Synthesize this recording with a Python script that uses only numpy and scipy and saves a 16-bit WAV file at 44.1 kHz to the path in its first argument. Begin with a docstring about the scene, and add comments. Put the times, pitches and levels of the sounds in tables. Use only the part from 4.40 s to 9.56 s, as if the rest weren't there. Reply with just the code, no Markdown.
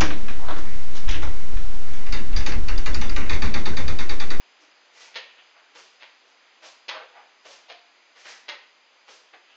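"""Footsteps, probably in loose slippers: six slow steps on a wooden floor, some way from a small microphone.
Each sole touches down and slides, making friction noise; about a quarter second later the slipper strikes
the heel, one foot much harder than the other. The boards creak under the weight, and claps and creaks
excite the floor's modes. The room adds one strong reflection and a short reverberant tail.
A few faint, brief bursts of bright noise and a steady hiss lie underneath."""
import sys
import numpy as np
from scipy import signal
from scipy.fft import rfft, irfft, next_fast_len
from scipy.io import wavfile
from scipy.ndimage import uniform_filter1d

SR = 44100
rng = np.random.default_rng(int(sys.argv[2]) if len(sys.argv) > 2 else 0)


def bounce(signal):
    """Save signal as a 16-bit WAV file at the path given by the first command-line argument."""
    frames = np.transpose(np.atleast_2d(signal))
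    limited = np.clip(frames, -1, 1)
    pcm = np.round(limited * 32767).astype(np.int16)
    wavfile.write(sys.argv[1], SR, pcm)


N = 227538
TIME = np.arange(N) / SR

# broad spectral envelope of the scuffs and of the bright bursts: frequency_hz, level_db
BROAD_SPECTRUM = [(100, -22), (250, -13.5), (480, -3), (1000, -2), (2000, -3.5), (3000, -1), (3800, -2),
                  (5000, 0), (6600, -2.5), (7500, -9), (8100, -23)]


def undb(db):
    """Amplitude ratio of a level in decibels."""
    return 10 ** (np.asarray(db) / 20)


def unit(x):
    """Normalisation to unit energy."""
    return x / np.sqrt(np.sum(x ** 2) + 1e-18)


def grains(count, spread_db):
    """Granular noise: a dense train of impulses of random, unequal strength, with unit rms."""
    size_db = spread_db * np.clip(rng.standard_normal(count), -2, 2)
    return unit(rng.standard_normal(count) * undb(size_db)) * np.sqrt(count)


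def add(out, start_s, sound):
    """Superposition: a sound joins the mix at start_s."""
    start = int(round(start_s * SR))
    sound = sound[max(-start, 0):N - start]
    out[max(start, 0):max(start, 0) + len(sound)] += sound


def whiten(x, bins=241):
    """Spectral whitening: a burst's broad spectrum is levelled and its fine structure kept."""
    count = next_fast_len(len(x) + 2048, True)
    spectrum = rfft(x, count)
    power = np.abs(spectrum) ** 2
    return irfft(spectrum * np.sqrt(power.mean() / uniform_filter1d(power, bins)), count)[:len(x)]


def response(spectrum, corner_hz=SR, ring_hz=SR, ring_db=0, thud_db=0, ring_width=0.18):
    """Minimum-phase filter: a spectral envelope with a treble cut, a bass lift and one resonance."""
    size, thud_hz = 2048, 1320
    hz = np.maximum(np.fft.rfftfreq(size, 1 / SR), 1)
    points_hz, points_db = np.transpose(spectrum)
    envelope_db = np.interp(np.log(hz), np.log(points_hz), points_db)
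    resonance_db = ring_db / (1 + (np.log(hz / ring_hz) / ring_width) ** 2)
    bass_db = thud_db / (1 + (hz / thud_hz) ** 6)
    gain = undb(envelope_db + resonance_db + bass_db) / np.sqrt(1 + (hz / corner_hz) ** 4)
    cepstrum = irfft(np.log(gain))
    cepstrum[1:size // 2] *= 2  # folding the cepstrum makes the response causal
    cepstrum[size // 2 + 1:] = 0
    return unit(irfft(np.exp(rfft(cepstrum))))


def room(lag_s, early_db, tail_db, echo_db=-1, early_s=0.021, build_s=0.0056):
    """Room impulse response: direct sound, one strong reflection, furniture scatter, a diffuse tail."""
    # reverberation time by band: frequency_hz, t60_s
    reverberation = [(300, 0.38), (1000, 0.41), (2800, 0.47), (6500, 0.32)]
    centres, t60s = np.transpose(reverberation)
    t = TIME[:SR // 2]
    hz = np.maximum(np.fft.rfftfreq(len(t), 1 / SR), 1)
    noise, tail = rfft(rng.standard_normal(len(t))), 0
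    for share, t60 in zip(np.eye(len(centres)), t60s):
        band = irfft(noise * np.interp(np.log(hz), np.log(centres), share), len(t))
        tail = tail + band * np.exp(-np.log(1000) * t / t60)
    build = 1 - np.exp(-t / build_s)
    scatter = grains(len(t), spread_db=11) * np.exp(-t / early_s) * build
    path = undb(tail_db) * unit(tail * build) + undb(early_db) * unit(scatter)
    path[0] += 1
    path[int(lag_s * SR)] += undb(echo_db)
    return path


def noise_swells(swells, spectrum, spread_db, jitter_db, jitter_s=0.003, fall_power=1, ring_width=0.18):
    """Amplitude modulation: granular noise swells, jumps unevenly in level and dies away in the room."""
    out = np.zeros(N)
    t = TIME[:SR // 2] - 1 / 8  # time from the peak of the swell
    jitter_index = ((t - t[0]) / jitter_s).astype(int)
    for peak_s, rise_s, fall_s, level_db, corner_hz, ring_hz, ring_db in swells:
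        envelope = np.exp(-np.where(t < 0, (t / rise_s) ** 2, np.abs(t / fall_s) ** fall_power))
        jitter = undb(jitter_db * rng.standard_normal(len(t))[jitter_index])
        path = unit(room(lag_s=0.0061, early_db=-0.5, tail_db=0.5))
        excitation = envelope * jitter * grains(len(t), spread_db)
        burst = whiten(signal.fftconvolve(excitation, path), bins=401)
        body = response(spectrum, corner_hz, ring_hz, ring_db, ring_width=ring_width)
        add(out, peak_s + t[0], undb(level_db) * signal.fftconvolve(burst, body))
    return out


def hiss(level_db=-57.5, drift_db_per_s=-0.3368, low_hz=185, whine_hz=4980, waver_db=0.8):
    """Filtered noise: a steady broadband hiss with a faint whine and a slight flutter."""
    # spectral envelope of the hiss: frequency_hz, level_db
    hiss_spectrum = [(90, -46.5), (160, -11), (250, -4), (500, 0.5), (1000, 2.5), (1600, 1.5), (2400, 3.5),
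                     (3100, 0.5), (4200, -3), (5000, 0), (5450, -19), (6100, -6), (7300, -15),
                     (8000, -46.5)]
    colour = response(hiss_spectrum, ring_hz=whine_hz, ring_db=6, ring_width=0.0032)
    noise = signal.fftconvolve(rng.standard_normal(N + len(colour) - 1), colour, "valid")
    noise = signal.sosfilt(signal.butter(8, low_hz, "high", fs=SR, output="sos"), noise)
    knots_s, centres_hz = np.arange(0, TIME[-1] + 0.1, 0.1), np.geomspace(250, 7000, 9)
    count = next_fast_len(N, True)
    spectrum, hz = rfft(noise, count), np.fft.rfftfreq(count, 1 / SR)
    out = np.zeros(N)
    for share in np.eye(len(centres_hz)):
        band = irfft(spectrum * np.interp(hz, centres_hz, share), count)[:N]
        waver = np.interp(TIME, knots_s, rng.standard_normal(len(knots_s)))
        out += band * undb(waver_db * waver)
    return out * undb(level_db + drift_db_per_s * TIME)


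def bright_bursts(corner_hz=9000, bright_hz=5800, bright_db=7):
    """Noise transients: a few faint, brief bursts of bright noise."""
    # faint bursts: peak_s, rise_s, fall_s, level_db
    bursts = [(.22, 0.022, 0.036, -63), (1.892, 0.039, 0.024, -68.5), (3.919, .008, 0.009, -62.5)]
    swells = [(*burst, corner_hz, bright_hz, bright_db) for burst in bursts]
    return noise_swells(swells, BROAD_SPECTRUM, spread_db=8.5, jitter_db=-3)


def floorboards(rise_share=0.52, reach_hz=1400):
    """Stick-slip friction: shifting weight rubs the boards and sets the floor ringing."""
    # knocks and creaks: peak_s, length_s, level_db, ring_hz, ring_db
    creaks = [(0.237, 0.073, -63.5, 290, 25), (0.905, 0.099, -59, 2780, 12), (0.996, 0.028, -51, 3160, 15),
              (1.169, 0.037, -54, 1460, 3), (2.517, 0.026, -37.5, 995, 8), (2.551, 0.04, -40.5, 530, 9.5),
              (2.567, 0.014, -36.5, 1310, 16.5), (2.611, 0.029, -43, 504, 12.5),
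              (2.774, 0.062, -48, 764, 9.5), (4.127, 0.038, -44.5, 2070, 5), (5.127, 0.15, -59.5, 3070, 15)]
    # spectral envelope of the boards: frequency_hz, level_db
    board_spectrum = [(100, -29.5), (350, -9), (520, -3.5), (750, 3), (1000, 0), (1500, 3), (2600, -1.5),
                      (5000, -15.5), (7000, -35.5)]
    swells = []
    for peak_s, length_s, level_db, ring_hz, ring_db in creaks:
        rise_s, fall_s = rise_share * length_s, (1 - rise_share) * length_s
        swells.append((peak_s, rise_s, fall_s, level_db, ring_hz + reach_hz, ring_hz, ring_db))
    rubbing = noise_swells(swells, board_spectrum, spread_db=11, jitter_db=-0.5, ring_width=0.22)
    return floor_resonance(rubbing, ring_db=1.5)


def floor_resonance(contact, ring_db):
    """Modal response: a contact sound is joined by the damped sinusoids it excites in the floor."""
    # modes of the wooden floor: pitch_hz, level_db, t60_s
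    floor_modes = [(524, -3, .12), (630, -9, .2), (958, -3, .08), (1208, -1, .2), (1846, 1.5, .28),
                   (2005, -5, .14), (2198, 0, .12), (2440, -3, .14), (2640, 2, .1), (2964, 1.5, .16),
                   (3414, 1, .11), (3950, -2, .06), (4288, 0, .12), (5075, 0, .14)]
    t, ring = TIME[:SR // 2], 0
    for pitch_hz, level_db, t60_s in floor_modes:
        decay = np.exp(-np.log(1000) * t / t60_s)
        ring = ring + undb(level_db) * 2 * np.cos(2 * np.pi * pitch_hz * t) * decay / decay.sum()
    return contact + undb(ring_db) * signal.fftconvolve(contact, ring)[:N]


def soles():
    """Sliding friction: each sole lands with a short, dull brush, then slides brightly and brakes."""
    # soles meeting the boards: touch_s, touch_db, slide_lag_s, slide_db, stop_s, ring_hz
    scuffs = [(.555, -63, .07, -52.5, 0.066, 2100), (1.360, -49, .022, -55.5, 0.079, 414),
              (2.235, -49.5, 0.034, -52.5, 0.046, 620), (3.062, -48.5, 0.058, -53.5, 0.058, 600),
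              (3.768, -55.5, .035, -58, 0.12, 2020), (3.862, -47, .043, -48.5, 0.047, 1870),
              (4.688, -51.5, 0.026, -56, 0.074, 430)]
    rise_s, fall_s, touch_corner_hz, touch_ring_db = 0.013, 0.015, 3020, 6.5
    slide_corner_hz, slide_ring_db = 8350, 7
    touches, slides = [], []
    for touch_s, touch_db, lag_s, slide_db, stop_s, ring_hz in scuffs:
        touches.append((touch_s, rise_s, fall_s, touch_db, touch_corner_hz, ring_hz, touch_ring_db))
        slides.append((touch_s + lag_s, lag_s, stop_s, slide_db, slide_corner_hz, ring_hz, slide_ring_db))
    return (noise_swells(touches, BROAD_SPECTRUM, spread_db=8.5, jitter_db=2)
            + noise_swells(slides, BROAD_SPECTRUM, spread_db=11, jitter_db=1.5, fall_power=1.07))


def clap_force(roll_s, roll_db, growth_s=0.023, settle_s=0.004, settle_db=-3.5):
    """Impact force: a growing crackle as the contact rolls shut, one impulse, then a short settling."""
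    t = TIME[:int(roll_s * SR)]
    roll = unit(grains(len(t), spread_db=2.5) * np.exp(t / growth_s))
    t = TIME[:SR // 50]
    settle = unit(grains(len(t), spread_db=4) * np.exp(-t / settle_s))
    return np.concatenate([undb(roll_db) * roll, [1], undb(settle_db) * settle])


def slipper_claps(rebound_roll_s=0.003):
    """Impact and rebound: the slipper hits the heel and bounces once; the floor thuds and rings."""
    # claps, hard and soft foot in turn, and a few light first contacts of the sole:
    # impact_s, level_db, roll_s, roll_db, rebound_lag_s, rebound_db,
    # ring_hz, ring_db, ring_width_ratio, echo_lag_s, thud_db, corner_hz
    impacts = [(.7450, -40.5, .003, 7, 0.0072, -1, 2800, 1, 0.2, 0.0052, 0.5, 7500),
               (0.7604, -24, .0045, 2, 0.01, -2, 1810, 6, 0.035, 0.0044, 2, 9500),
               (1.6245, -33.5, .025, 0, .009, -2.5, 2060, 5.5, 0.29, 0.0069, 4.5, 5860),
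               (2.239, -40, .008, -4, 0.013, -3, 643, -5, 0.13, 0.0085, -3, 3000),
               (2.4914, -18.5, .0095, -1.5, .017, -16, 940, 4, .08, .0055, -1.5, 11100),
               (3.056, -42, .003, 2.5, 0.015, -14, 600, -2, 0.25, 0.0043, 18, 2200),
               (3.3003, -28, .017, -4, .0178, -4.5, 699, 11.5, 0.057, 0.0063, 5, 8160),
               (3.8555, -37, .0019, -0.5, .026, 1.5, 1710, 11, .15, .0027, 1, 2700),
               (4.0900, -20, .0081, -1.5, 0.041, -15, 1850, 6.5, 0.094, 0.0065, 1.5, 11900),
               (4.6815, -43.5, .002, -11, .008, -15, 450, 3, .18, 0.0071, 5, 1800),
               (4.938, -35, .008, -3.5, 0.01, -6, 1790, 5, 0.16, 0.0061, 7, 2420)]
    # spectral envelope of a clap: frequency_hz, level_db
    clap_spectrum = [(100, -24), (250, -12.5), (360, -1.5), (470, 2.5), (900, 3), (1300, 0.5), (2000, 6.5),
                     (3000, 8), (4200, 5), (5200, -0.5), (5600, -8), (6700, -7), (7500, -62.5)]
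    out = np.zeros(N)
    for (impact_s, level_db, roll_s, roll_db, rebound_lag_s, rebound_db,
         ring_hz, ring_db, ring_width, echo_lag_s, thud_db, corner_hz) in impacts:
        body = response(clap_spectrum, corner_hz, ring_hz, ring_db, thud_db, ring_width)
        strike = (impact_s, level_db, roll_s)
        rebound = (impact_s + rebound_lag_s, level_db + rebound_db, rebound_roll_s)
        for hit_s, hit_db, lead_s in (strike, rebound):
            path = room(echo_lag_s, early_db=-2.5, tail_db=-0.06)
            burst = whiten(signal.fftconvolve(clap_force(lead_s, roll_db), path))
            start_s = hit_s - int(lead_s * SR) / SR
            add(out, start_s, undb(hit_db) * signal.fftconvolve(burst, body))
    return floor_resonance(out, ring_db=-5.5)


def scene():
    """Superposition of the sources in one channel; each table's levels are relative to its layer's gain."""
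    steps = undb(10) * slipper_claps() + undb(5) * soles() + undb(1) * floorboards()
    return (steps + bright_bursts() + hiss())[None]


def record(dry, low_hz=230, top_hz=8500):
    """Band limiting: the small microphone loses the bass and the high treble."""
    thin = signal.sosfilt(signal.butter(1, low_hz, "high", fs=SR, output="sos"), dry)
    return signal.sosfilt(signal.ellip(8, 0.2, 70, top_hz, fs=SR, output="sos"), thin)


dry = scene()
out = record(dry)
bounce(out)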